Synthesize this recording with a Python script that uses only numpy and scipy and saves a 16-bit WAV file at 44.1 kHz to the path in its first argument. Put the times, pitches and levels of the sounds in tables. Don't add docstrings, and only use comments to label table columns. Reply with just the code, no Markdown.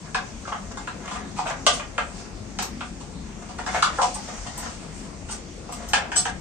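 import sys
import numpy as np
from scipy import signal
from scipy.io import wavfile

SR = 44100
rng = np.random.default_rng(int(sys.argv[2]) if len(sys.argv) > 2 else 0)


def generate_wav(signal):
    frames = np.transpose(np.atleast_2d(signal))
    scaled = np.clip(frames, -1, 1) * 32767
    pcm = np.round(scaled).astype(np.int16)
    wavfile.write(sys.argv[1], SR, pcm)


N = 282624


def from_db(db):
    return 10 ** (np.asarray(db) / 20)


def rms_one(x):
    return x / np.sqrt(np.mean(x ** 2) + 1e-20)


def at_hz(points, hz, column=1):
    return np.interp(np.log(hz), np.log(np.array(points)[:, 0]), np.array(points)[:, column])


def band(x, low_hz, high_hz):
    return signal.sosfilt(signal.butter(2, [low_hz, high_hz], "band", fs=SR, output="sos"), x)


def drift(rate_hz):
    r = np.exp(-80 * np.pi * rate_hz / SR)
    slow = signal.lfilter([1], [1, -2 * r, r * r], rng.standard_normal(N // 40 + 2002))[2000:]
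    return np.interp(np.arange(N) / 40, np.arange(len(slow)), rms_one(slow))


def ring(x, hz, width_hz):
    r, w = np.exp(-np.pi * width_hz / SR), 2 * np.pi * hz / SR
    return signal.lfilter([0, np.sin(w)], [1, -2 * r * np.cos(w), r * r], x + 1e-18)


def grains(size, per_s, spread_db):
    sizes = from_db(spread_db * np.minimum(rng.exponential(1, size), 4)) * rng.choice([-1, 1], size)
    return sizes * (rng.random(size) < per_s / SR)


# f/Hz, coherence/1
COHERENCE = [(30, 0.88), (150, 1), (500, 0.47), (2000, 0.042), (8000, 0.019)]
# f/Hz, left minus right level/dB
BALANCE = [(30, 4), (150, 6.5), (500, 5), (2000, 0), (8000, 0.5)]
def diffuse_field(mid, side, hz):
    coherence = at_hz(COHERENCE, hz)
    left_right = np.array([[1], [-1]])
    gain = from_db(at_hz(BALANCE, hz) / 2 * left_right)
    return gain * (np.sqrt(1 + coherence) * mid + np.sqrt(1 - coherence) * side * left_right)


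def banded_noise(spectrum, flicker_db):
    out, edges = 0, 35 * 2 ** (np.arange(27) / 3)
    white = rng.standard_normal((2, 2, N))
    for k, (low, high) in enumerate(zip(edges, edges[1:])):
        hz = np.sqrt(low * high)
        if spectrum[0][0] < hz < spectrum[-1][0]:
            mid, side = band(white[k % 2], low, high)
            gain = from_db(at_hz(spectrum, hz) + flicker_db * drift(rate_hz=4.7))
            out = out + gain * diffuse_field(mid, side, hz)
    return out / np.sqrt(np.mean(out.mean(axis=0) ** 2))


# f/Hz, relative spectrum level/dB
TRAFFIC_SPECTRUM = [(21, -30), (36, 3.5), (69, -0.5), (123, -8), (190, 1), (285, -7.5), (471, -11.5),
                    (923, -17.5), (1430, -23), (2000, -26), (2600, -48), (4400, -120)]
def traffic():
    return from_db(-38.5) * banded_noise(TRAFFIC_SPECTRUM, flicker_db=2.5)


# crest t/s, 10 dB drag fade t/s (0.01 if less), drag level/dB, rustle level/dB
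SWELLS = [(0.059, 0.03, -47.5, -47), (0.27, 0, -49.5, -48.5), (.5, 26, -61, -50),
          (0.72, -0.07, -42.5, -41.5), (.81, 3.3, -53.5, -49.5), (1.059, -0.54, -34, -43.5),
          (1.15, 0.11, -38, -43.5), (1.502, 0.04, -33, -39), (1.74, 0.08, -45, -41.5),
          (2.202, 0.14, -51, -45.5), (3.428, 0.01, -41, -46), (3.691, -0.0278, -26.5, -47),
          (3.764, 0.0612, -30.5, -33), (3.88, 0.0653, -36, -40.5), (4.07, 0.26, -52, -39.5),
          (4.25, 0.97, -48, -44), (4.641, 0.17, -44.5, -41), (5.0, 0.17, -68, -45.5),
          (5.83, 0.32, -48.5, -46), (5.98, 0.04, -31, -40), (6.3, -0.2, -50.5, -39)]
def swell_levels():
    t = np.arange(N) / SR
    drag_db, rustle_db = -83, -53
    for crest_s, fade_s, wire_db, jacket_db in SWELLS:
        loss_db = 10 * abs(t - crest_s) / max(fade_s, .01)
        drag_db = np.maximum(drag_db, wire_db - loss_db)
        rustle_db = np.maximum(rustle_db, jacket_db - loss_db / 1.22)
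    return drag_db, rustle_db


# f/Hz, relative spectrum level/dB
JACKET_SPECTRUM = [(1200, -20), (2240, 1), (3300, -1.5), (4300, -2), (6000, 4), (8500, -1.5), (11500, -14),
                   (13000, -17), (15500, -22)]
def jacket(level_db):
    return from_db(level_db) * banded_noise(JACKET_SPECTRUM, flicker_db=1.76)


# f/Hz, bandwidth/Hz, level/dB
BOARD_MODES = [(470, 100, 1), (570, 31, 1.5), (733, 34, 10), (818, 68, 11.5), (936, 95, 9), (1017, 55, 8.5),
               (1193, 86, 12.5), (1287, 110, 10), (1416, 106, 7.5), (1632, 87, 8.5), (1868, 43, 7),
               (2090, 11, 2)]
def wire_drag(level_db):
    slips = grains(N, per_s=1600, spread_db=4.4) * from_db(3.1 * drift(rate_hz=27))
    body = 0
    for hz, width, db in BOARD_MODES:
        trim_db = -0.5 if 1100 < hz < 1700 else 0
        body = body + from_db(db + trim_db) * np.sqrt(width) * ring(slips, hz, 2 * width)
    scratch = from_db(1) * band(slips, 1900, 6200)
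    return from_db(level_db) * rms_one(body + scratch)


def board_contacts(events, rise_s, impact_db, per_s, grit_db):
    out, size, onset = np.zeros(N + SR), SR // 8, SR // 50
    t = np.arange(size) / SR
    place_dbs = rng.normal(0, 2, (len(events), len(BOARD_MODES)))
    place_tunings = 1 + .012 * rng.standard_normal(place_dbs.shape)
    for event, place_db, tuning in zip(events, place_dbs, place_tunings):
        time_s, level_db, deep_db, tick_db, snap_db, favoured_hz, chatter_s = event
        envelope = np.exp(-t / max(chatter_s, .001)) * np.minimum(t / rise_s, 1) ** 2
        force = rms_one(grains(size, per_s, grit_db)) / 2 * envelope
        force[round(rise_s * SR)] += from_db(impact_db)
        deep = high = 0
        for k, (hz, width, db) in enumerate(BOARD_MODES):
            mode = (-1) ** k * from_db(db + place_db[k]) * np.sqrt(width) * ring(force, hz * tuning[k], width)
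            if hz < 1100:
                deep = deep + mode
            else:
                high = high + mode * from_db(-24 * abs(np.log2(hz / favoured_hz)))
        tick, snap = -band(force, 1900, 3300), band(force, 4000, 9000)
        at = round((time_s - rise_s / 2) * SR)
        for part, db in (deep, deep_db), (high, 0), (tick, tick_db), (snap, snap_db):
            out[at:at + size] += from_db(level_db + db) * part / np.sqrt(np.mean(part[:onset] ** 2))
    return signal.sosfilt(signal.butter(4, 10500, fs=SR, output="sos"), out[:N])


# t/s, high-mode level/dB, then relative to it deep modes/dB, tick/dB,
# wire snap/dB; favoured mode f/Hz, chatter decay t/s
TAPS = [(0.1456, -27.5, 0, -7.5, -13.5, 1570, 0.0042), (0.4504, -42, -14, -24, -25, 1300, 0.002),
        (0.5235, -33.5, 0, -12.5, -30, 1250, 0.0024), (0.7716, -39.5, -0.5, -32, -6.5, 1160, 0.0044),
        (0.8729, -36.5, -2, -9.5, -15, 1340, 0.0018), (1.0779, -42, -2, -4.5, -12, 1300, 0.0015),
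        (1.157, -37, -2, -15, -20, 1150, 0.0047), (1.4690, -44, -9, 4, -26, 1250, 0.0026),
        (1.6652, -20, -2.5, -5.5, -4, 1180, 0.0021), (1.7963, -38, -6, -5, -26, 1380, 0.0042),
        (1.9794, -26.5, -3, -8.5, -20, 1420, 0.0022), (2.5875, -35.5, 2.5, -2.5, -2.5, 1310, 0.0015),
        (2.6224, -40, 2, -5.5, 1, 1180, 0.0037), (2.8075, -36.5, -2.5, -6.5, -18, 1350, 0.0014),
        (3.6626, -33.5, -1.5, -12, -9, 1300, 0.006), (3.8237, -18, -9, -12.5, -13, 1405, 0.0039),
        (3.9838, -28, 5.5, -25, -33, 1300, 0.015), (4.6584, -43, -0.5, -9, -16, 1360, 0.001),
        (5.9334, -23, 1, -3, -8, 1660, 0.0025), (6.117, -33.5, -2.5, -6, -12, 1620, 0.0057),
        (6.2532, -31.5, 2.5, -8, -9, 1540, 0.0051)]
def wire_taps():
    return board_contacts(TAPS, rise_s=0.001116, impact_db=10.5, per_s=9000, grit_db=-1.5)


# t/s, high-mode level/dB, then relative to it deep modes/dB,
# wire snap/dB; favoured mode f/Hz, chatter decay t/s
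SCUFFS = [(0.4742, -38, -1, -15, 1240, 0.0034), (0.493, -52, -14, -3, 1300, 0.0018),
          (0.5165, -34.5, -1, -42, 1270, 0.0025), (1.1099, -41, 2.5, -6.5, 1200, 0.0073),
          (1.3604, -45.5, -1, -2, 1200, 0.051), (1.385, -35, 9, -12, 1200, 0.0022),
          (1.4561, -36.5, 5.5, -18, 1240, 0.01), (3.0016, -55, 8, 2, 1200, 0.011),
          (3.4874, -51, 9, -3, 1200, 0.013), (3.5846, -38, 3, -10.5, 1330, 0.0045),
          (4.0149, -39, 17, 4, 1190, 0.0017), (4.026, -38.5, 13.5, 1, 1190, 0.0024),
          (4.1557, -45.5, 7.5, -26, 1190, 0.0047), (4.281, -44.5, 5, -6, 1430, 0.0033),
          (4.4564, -49, 7.5, -10, 1200, 0.0065), (4.468, -47, -1, 0, 1870, 0.0021),
          (4.5744, -55, 13, -19, 1800, 0.0038), (4.626, -45, 2, -15, 1600, 0.011),
          (5.285, -45.5, 2, -1, 1360, 0.029), (5.6866, -48, 9, -12, 1190, 0.0023),
          (5.7226, -44.5, -3, -4, 1190, 0.0035), (6.1624, -36, -0.5, 1, 1270, 0.0023)]
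def wire_scuffs():
    events = [(time_s, level_db, deep_db, -4.9 + 0.56 * snap_db, snap_db, favoured_hz, chatter_s)
              for time_s, level_db, deep_db, snap_db, favoured_hz, chatter_s in SCUFFS]
    return board_contacts(events, rise_s=.006, impact_db=-5, per_s=3000, grit_db=2.5)


# f/Hz, level/dB, T60/s
PLIER_MODES = [(4790, -12, 0.047), (6000, 1, 0.0088), (6600, 2, 0.014), (8040, 3.5, 0.014),
               (8110, 8.5, 0.011), (8330, 9, 0.0093), (10730, -1.5, 0.075)]
# t/s, level/dB, rise t/s, decay t/s, main ring f/Hz, scrape gain/dB,
# gain/dB of a faint high fizz heard with each clink
CLINKS = [(1.467, -34, 0.0023, 0.004, 7960, -12, 1), (1.6645, -49, 0.00075, .002, 6300, 16, 19),
          (1.725, -41, 0.0091, 0.018, 6800, 18, -5), (2.622, -23.5, 0.0023, 0.0033, 6530, 8, 15.5),
          (4.1408, -22, 0.0015, 0.0043, 8370, -5.5, -5), (4.574, -26, 0.0022, 0.0059, 8080, -24, 7),
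          (5.306, -24, 0.012, 0.0095, 8500, 2.5, -10), (5.719, -24.5, 0.0059, 0.0059, 8190, -24, 3),
          (5.884, -28.5, 0.0043, 0.0036, 8550, 12, 15.5), (6.1553, -9.5, 0.015, 0.014, 8140, -5.5, -8)]
def plier_clinks():
    out, size = np.zeros(N + SR), SR // 4
    t = np.arange(size) / SR
    for time_s, level_db, rise_s, decay_s, ring_hz, scrape_db, fizz_db in CLINKS:
        envelope = (1 - np.exp(-t / rise_s)) * np.exp(-t / decay_s)
        rasp = rms_one(grains(size, per_s=5000, spread_db=3)) * envelope
        steel = sum(from_db(db - 30) * ring(rasp, hz * ring_hz / 8230, np.log(1000) / (np.pi * t60))
                    for hz, db, t60 in PLIER_MODES)
        scrape = from_db(scrape_db) * band(rasp, 4200, 9300)
        fizz = from_db(fizz_db) * band(rasp, 10000, 14500)
        at = round(time_s * SR)
        out[at:at + size] += from_db(level_db) * (steel + scrape + fizz)
    return out[:N]


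# f/Hz, T60/s, tail level/dB
ROOM_DECAY = [(386, 0.57, 2), (970, 0.26, 3.5), (2200, 0.37, 7), (9500, 0.2, 10)]
def room_response():
    t = np.arange(SR // 2) / SR
    gap_s, build_s, early_s = 0.0018, 0.0013, 0.057
    tail, edges = 0, 354 * 2 ** (np.arange(12) / 2)
    for low, high in zip(edges, edges[1:]):
        hz = np.sqrt(low * high)
        decay = from_db(at_hz(ROOM_DECAY, hz, column=2) - 60 * t / at_hz(ROOM_DECAY, hz))
        noises = band(rng.standard_normal((2, len(t))), low, high)
        mid, side = (rms_one(noise) * np.sqrt(hz / SR) for noise in noises)
        tail = tail + decay * diffuse_field(mid, side, hz)
    near_walls = from_db(3 / (1 + (t / early_s) ** 8))
    build_up = (t > gap_s) * np.sqrt(1 - np.exp(-t / build_s))
    return tail * near_walls * build_up / np.sqrt(.04 * SR)


def workshop(x, place_s=.3):
    turn = np.arange(N) / SR / place_s
    shares = [np.sqrt(np.clip(1 - abs((turn - k + 2) % 4 - 2), 0, 1)) for k in range(4)]
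    return sum(signal.fftconvolve((x * share)[None], room_response(), axes=1)[:, :N] for share in shares)


def scene():
    drag_db, rustle_db = swell_levels()
    wood = wire_taps() + wire_scuffs() + wire_drag(drag_db)
    wood = signal.sosfilt(signal.butter(8, 470, "high", fs=SR, output="sos"), wood)
    steel = plier_clinks()
    direct = wood * from_db([[.6], [-.6]]) + steel * from_db([[2.5], [-2.5]])
    left_lag_s = .00009
    direct[0] = np.roll(direct[0], round(left_lag_s * SR))
    return direct + jacket(rustle_db) + traffic() + from_db(-5.5) * workshop(wood + steel)


def microphone(x, edge_hz=9490, top_db=-12.5):
    low = signal.sosfilt(signal.cheby2(10, 50, 1.08 * edge_hz, fs=SR, output="sos"), x)
    top = signal.sosfilt(signal.butter(6, 1.12 * edge_hz, "high", fs=SR, output="sos"), x)
    return low + from_db(top_db) * top


def record(dry):
    clipped = np.clip(microphone(dry), -1, 1)
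    return signal.sosfilt(signal.cheby2(12, 70, 15700, fs=SR, output="sos"), clipped)


dry = scene()
out = record(dry)
generate_wav(out)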